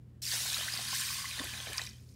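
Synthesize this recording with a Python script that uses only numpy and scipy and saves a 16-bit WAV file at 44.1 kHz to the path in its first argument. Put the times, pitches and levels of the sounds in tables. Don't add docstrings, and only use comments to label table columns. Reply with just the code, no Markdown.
import sys
import numpy as np
from scipy import signal
from scipy.io import wavfile
from scipy.ndimage import uniform_filter1d

SR = 44100
rng = np.random.default_rng(int(sys.argv[2]) if len(sys.argv) > 2 else 0)


def waveform_to_disk(signal):
    frames = np.transpose(np.atleast_2d(signal))
    scaled = np.clip(frames, -1, 1) * 32767
    samples = np.round(scaled).astype(np.int16)
    wavfile.write(sys.argv[1], SR, samples)


def convert_level_to_amplitude(level_db):
    exponent = np.asarray(level_db, float) / 20
    return 10 ** exponent


N = 94815

# time_s, level_db, spray_tilt_db_per_octave, commonest_bubble_pitch_hz
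FLOW = [(0.221, -41.5, 0.5, 5700), (0.281, -39, 1.5, 4600), (.335, -33.5, 0, 5540), (.42, -37, 1, 4920),
        (.53, -37, 0, 3730), (.62, -37.5, -0.8, 3430), (.67, -39.5, -1, 4200), (.75, -39, -0.9, 4730),
        (.86, -40, -1.5, 4200), (.95, -35.5, 0, 5200), (1.129, -38, 0.5, 4770), (1.23, -41, -1, 4800),
        (1.44, -42.5, -1.9, 3750), (1.68, -45.5, -1.5, 3250), (1.78, -44, -3, 4830), (1.839, -47, -1, 4100),
        (1.921, -63, -1.5, 4480), (2.01, -79, -2, 3400)]
# time_s, pitch_hz
CAVITY = [(0.223, 4700), (0.259, 2000), (0.315, 1380), (0.333, 564), (.8, 666), (.9, 1020), (1.375, 1080),
          (1.392, 300), (1.46, 353), (1.48, 950), (1.55, 684), (1.68, 513), (1.72, 520), (1.74, 905),
          (1.79, 900), (1.8, 647), (1.83, 715), (1.88, 1470)]
# frequency_hz, level_db (per Hz)
SPLASH_COLOUR = [(300, -24.5), (600, -13.5), (1200, -8.5), (1800, -3.5), (3700, -0.5), (9000, -3),
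                 (15000, -11)]
# start_s, level_db (peak), pitch_hz
BUBBLES = [(0.3202, -33, 1770), (0.537, -29, 2540), (0.5661, -33, 1310), (0.6796, -30, 1500),
           (0.685, -28, 1910), (0.9295, -37, 1037), (1.0888, -29, 2370), (1.1026, -37.5, 1124),
           (1.1848, -39.5, 1070), (1.2424, -36, 1090), (1.255, -28.5, 1980), (1.3115, -30.5, 2470),
           (1.39, -29.5, 1860), (1.3962, -32, 1830), (1.4713, -36, 2430), (1.5366, -31, 2370),
           (1.6679, -38.5, 1610), (1.672, -32.5, 2250), (1.721, -38, 1760), (1.7938, -27.5, 1858),
           (1.872, -35, 2340), (0.956, -33, 1790), (0.994, -41.5, 1810), (1.07, -48, 1080),
           (1.118, -48, 1090), (1.156, -45.5, 1040), (1.2, -43.5, 1090), (1.219, -42, 1130),
           (1.393, -42, 1100), (1.413, -40.5, 1050), (1.4354, -39, 2300), (1.454, -40, 1500),
           (1.473, -44, 1690), (1.492, -39.5, 1630), (1.689, -37, 1800), (1.7317, -34, 2290),
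           (1.742, -33, 2320), (1.781, -30, 2350), (1.81, -35, 2450), (1.999, -62, 2450), (1.756, -47, 980),
           (1.78, -42.5, 1000), (1.786, -38, 1250), (0.27, -46, 1510), (0.295, -45, 1540),
           (0.46, -36.5, 1480), (1.915, -55, 2000), (1.944, -57, 2400)]
# start_s, level_db (peak), pitch_hz
DROPS = [(0.2534, -27, 5100), (0.2654, -28, 4700), (0.2754, -28, 4580), (0.3154, -23.5, 4350),
         (0.3374, -27, 5770), (0.5013, -26, 3950), (0.5304, -27, 5560), (0.5437, -23.5, 3780),
         (0.5914, -40, 3100), (0.7234, -27.5, 4780), (0.7372, -24, 4780), (0.7746, -24.5, 4420),
         (1.3957, -27.5, 3480), (1.6018, -31.5, 3210), (1.6621, -36, 3050), (1.7799, -21.5, 4650),
         (1.8173, -28, 3860), (1.8374, -38, 5200), (1.8642, -37.5, 3740), (1.8714, -34, 5400),
         (1.8911, -37, 5300), (2.0903, -54.5, 4870), (2.14, -57, 5630), (0.4161, -32, 5550),
         (0.5445, -24, 5060), (0.5717, -35, 4200), (0.582, -27, 4500), (0.598, -33, 2870),
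         (0.611, -30, 3580), (0.634, -29.5, 3860), (0.6974, -32, 4130), (0.8511, -33.5, 3670),
         (0.948, -34.5, 3750), (0.955, -30, 5430), (0.985, -37, 3630), (1.0187, -31.5, 3750),
         (1.108, -30, 4830), (1.682, -36.5, 3610), (1.7317, -45, 4570), (1.746, -40, 3950),
         (1.782, -24.5, 5370), (1.853, -37, 4730), (1.866, -39, 4640), (1.933, -54, 3100),
         (1.956, -55, 4900), (1.9826, -57.5, 3360), (1.96, -58, 3150), (1.91, -44, 4400),
         (2.018, -60, 4900)]
# start_s, level_db (peak), pitch_hz
GURGLES = [(0.315, -58, 890), (0.336, -43, 603), (0.35, -43.5, 700), (0.485, -47, 746), (0.52, -39.5, 1060),
           (0.564, -56, 705), (0.373, -43.5, 850), (0.408, -45.5, 742), (0.453, -42.5, 730),
           (0.586, -44, 570), (0.605, -42.5, 630), (0.662, -46.5, 636), (0.811, -43, 830),
           (0.608, -38, 1160), (0.763, -35, 1300), (0.737, -42, 756), (0.789, -37.5, 717),
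           (0.928, -40.5, 794), (1.241, -70, 851), (1.397, -38, 570), (1.405, -44, 700),
           (1.437, -40.5, 656), (1.459, -51, 810), (1.549, -53, 674), (1.599, -44.5, 723), (1.67, -41, 617),
           (1.696, -41, 531), (1.797, -41, 750), (1.814, -40.5, 700), (1.377, -45, 830), (1.535, -48, 710),
           (1.574, -70, 724), (1.65, -48, 755), (1.71, -46, 554), (1.42, -50, 700), (1.68, -44, 585),
           (1.72, -52, 530)]
# start_s, level_db (peak), pitch_hz
GLUGS = [
    (1.397, -35, 262),
    (1.405, -42, 273),
    (1.417, -46, 278),
    (1.446, -47.5, 343),
    (1.459, -55, 264),
]
# start_s, level_db (peak), pitch_hz
TICKS = [(1.0111, -23, 9000), (1.4436, -29, 11200), (1.7316, -29, 8000), (1.766, -36, 7900),
         (1.7745, -26.5, 8750), (1.781, -28, 6340), (1.8155, -34, 7070), (1.8374, -39, 8050),
         (1.8514, -39, 7700), (1.866, -36.5, 5960), (1.8962, -42, 6600), (1.9313, -47, 6800),
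         (1.9694, -62, 6400), (2.0277, -59, 9220), (2.0404, -58, 8160), (2.097, -59, 8340),
         (2.1134, -58, 8840)]
# pitch_hz, width_hz, level_db
POT_MODES = [(1062, 79, -0.5), (1541, 39, -1), (1717, 114, -4.5), (2000, 12, 3.5), (2470, 35, -4),
             (3070, 22, 1.5), (3750, 140, -11), (4780, 38, -4.5), (6320, 62, -2), (8870, 200, -7)]
# frequency_hz, level_db (per Hz)
SOAK_COLOUR = [(880, -43), (1500, -6), (3350, -9), (4870, -1.5), (8000, -5.5), (16000, -13)]
# frequency_hz, level_db (per Hz)
RUMBLE_COLOUR = [(26, -43), (45, -17.5), (126, -6.5), (255, -16), (342, -20.5), (748, -35.5), (866, -38.5),
                 (6430, -51.5), (15500, -55.5)]
# pitch_hz, level_db
HUM = [(62, -66), (81, -60.5), (119.6, -55), (210.5, -68)]
HUM_WAVER = [3, 2.5, 0.5, 2.2]
HUM_DRIFT = [0.03, 0.02, 0.003, 0.012]

PIVOT_HZ = 4200


def evened(x):
    return x / np.sqrt(np.mean(x ** 2) + 1e-20)


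def read_colour(points, hz):
    f, db = np.transpose(points)
    return np.interp(np.log(hz + 1), np.log(f + 1), db)


def octaves_above(hz, base_hz):
    return np.log2((hz + 1) / base_hz)


def stream():
    start_s, attack_s = 0.2178, 0.002
    t = np.arange(N) / SR
    flow = np.sqrt(np.mean(convert_level_to_amplitude(flow_db(t, PIVOT_HZ)) ** 2))
    hiss = noise(lambda s, hz: read_colour(SPLASH_COLOUR, hz) + flow_db(s, hz), 3, -0.25, size=512)
    fizz = grains(SPLASH_COLOUR, 460, per_s=3000, cycles=6.1, spread_db=2.5, glide=0.09, level_db=flow_db)
    spatter = grains(SPLASH_COLOUR, 2190, per_s=2000, cycles=3.5, spread_db=2.5, glide=0, level_db=flow_db)
    mix = convert_level_to_amplitude(-3) * evened(hiss) + convert_level_to_amplitude(-9) * evened(fizz) + convert_level_to_amplitude(-14) * evened(spatter)
    return flow * mix * np.clip((t - start_s) / attack_s, 0, 1)


def flow_db(t, hz):
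    s, db, tilt, swarm_hz = np.transpose(FLOW)
    cavity_s, cavity_hz = np.transpose(CAVITY)
    over = octaves_above(hz, np.exp(np.interp(t, cavity_s, np.log(cavity_hz))))
    below = np.clip(52 * over, -8.5, 0)
    cavity = below + 3 * np.exp(-(over / 0.053) ** 2)
    from_swarm = octaves_above(hz, np.interp(t, s, swarm_hz))
    swarm = (4.5 - 1.5 * t) * np.exp(-(from_swarm / 0.31) ** 2)
    shut = -300 * np.maximum(t - s[-1], 0)
    spray = np.interp(t, s, tilt) * octaves_above(hz, PIVOT_HZ)
    return np.interp(t, s, db) + spray + cavity + swarm + shut


def noise(shape_db, patchy_db, flicker_db, size):
    hop = size // 4
    frames, hz = N // hop + 5, np.fft.rfftfreq(size, 1 / SR)
    real, imaginary, patches = rng.standard_normal((frames, len(hz), 3)).T
    patches = uniform_filter1d(patches, size=5, axis=0)
    patches = evened(uniform_filter1d(patches, size=9, axis=1))
    flicker = evened(uniform_filter1d(rng.standard_normal(frames), size=3))
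    db = shape_db(np.arange(frames) * hop / SR, hz[:, None])
    db = db + patchy_db * patches + flicker_db * flicker
    slices = (real + 1j * imaginary) * convert_level_to_amplitude(db)
    return signal.istft(slices, nperseg=size, noverlap=size - hop)[1][:N]


def grains(colour, lo_hz, per_s, cycles, spread_db, glide, level_db):
    t, out = np.arange(N) / SR, np.zeros(N)
    strength = convert_level_to_amplitude(spread_db * np.minimum(rng.exponential(1, N), 4))
    hits = strength * (rng.random(N) < per_s / SR)
    which = rng.integers(0, 40, N)
    for k, hz in enumerate(np.geomspace(lo_hz, 15500, num=40)):
        one = bubble(hz, cycles, glide)
        one = one / np.linalg.norm(one) * convert_level_to_amplitude(read_colour(colour, hz)) * np.sqrt(hz)
        out += signal.oaconvolve(hits * (which == k) * convert_level_to_amplitude(level_db(t, hz)), one)[:N]
    return out


def bubble(hz, cycles, glide):
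    u = np.arange(int(3 * cycles / hz * SR) + 8) * hz / SR
    fade = np.minimum(u / 1.7, 1) * convert_level_to_amplitude(-20 * u / cycles)
    return fade * np.sin(2 * np.pi * u * (1 + glide * u / cycles / 2))


def pops(rows, cycles, glide, snap_db, snap_cycles=10, low=0.7):
    out = np.zeros(N + SR)
    for s, db, hz in rows:
        one = bubble(hz, cycles, glide)
        band = signal.butter(2, [low * hz, min(1.7 * hz, 15000)], "band", fs=SR)
        snap = evened(signal.lfilter(*band, rng.standard_normal(8000)))[:len(one)]
        u = np.arange(len(one)) * hz / SR
        snap = snap * np.minimum(u / 3, 1) * convert_level_to_amplitude(snap_db - 20 * u / snap_cycles)
        out[round(s * SR):][:len(one)] += convert_level_to_amplitude(db) * (one + snap)
    return out[:N]


def pot(x):
    out = np.zeros(N)
    for hz, width, db in POT_MODES:
        r = np.exp(-np.pi * width / SR)
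        ring = [1, -2 * r * np.cos(2 * np.pi * hz / SR), r * r]
        out += convert_level_to_amplitude(db) * signal.lfilter([1 - r * r, 0, r * r - 1], ring, x)
    return convert_level_to_amplitude(-10.5 + 4.5 * np.arange(N) / SR) * out


def soak():
    from_s = 1.85
    crackle = grains(SOAK_COLOUR, 2100, per_s=5000, cycles=14, spread_db=2.5, glide=0,
                     level_db=lambda t, hz: np.where(t > from_s, 0, -99))
    crackle = crackle * convert_level_to_amplitude(2 * wander(30))
    return convert_level_to_amplitude(-68.5) * crackle / np.std(crackle[round(from_s * SR):])


def room(x):
    taps, at = np.zeros(SR // 2), np.arange(150, SR // 2 - 20, 20)
    taps[at + rng.integers(0, 20, len(at))] = rng.choice([-1., 1.], len(at))
    taps *= convert_level_to_amplitude(-60 * np.arange(SR // 2) / SR / 0.48)
    return convert_level_to_amplitude(-14) * signal.fftconvolve(x, taps / np.linalg.norm(taps))[:N]


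def kitchen():
    rumble = noise(lambda s, hz: read_colour(RUMBLE_COLOUR, hz) + 0 * s, 0.92, 1.0, size=2048)
    out = convert_level_to_amplitude(-58.5) * evened(rumble)
    for (hz, db), waver_db, drift in zip(HUM, HUM_WAVER, HUM_DRIFT):
        level = np.sqrt(2) * convert_level_to_amplitude(db + waver_db * wander(12))
        turns = np.cumsum(hz * (1 + drift * wander(6))) / SR
        out = out + level * np.sin(2 * np.pi * turns)
    return out


def wander(top_hz):
    t, out = np.arange(N) / SR, np.zeros(N)
    for f in np.geomspace(0.4, top_hz, num=16):
        out += np.sin(2 * np.pi * (f * t + rng.random())) / np.sqrt(f)
    return evened(out)


def scene():
    water = stream()
    water = water + pops(BUBBLES, cycles=11.3, glide=0.042, snap_db=-12)
    water = water + pops(DROPS, cycles=22.3, glide=0.081, snap_db=-12)
    water = water + pot(water)
    water = water + pops(GURGLES, cycles=6.6, glide=0.084, snap_db=-3, low=0.5)
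    water = water + pops(GLUGS, cycles=6.9, glide=0.11, snap_db=-12)
    water = water + pops(TICKS, cycles=22, glide=0, snap_db=-10, snap_cycles=40)
    water = water + soak()
    return np.tile(water + room(water) + kitchen(), (2, 1))


def roll_off(x):
    return signal.sosfilt(signal.butter(12, 16380, fs=SR, output="sos"), x)


def record(dry):
    low_cut = signal.butter(4, 39.5, "high", fs=SR, output="sos")
    top_cut = signal.firwin(1023, 15780, window=("kaiser", 9), fs=SR)
    mix = signal.sosfilt(low_cut, dry)
    mix = signal.oaconvolve(mix, top_cut[None], "same")
    return roll_off(mix)


dry = scene()
out = record(dry)
waveform_to_disk(out)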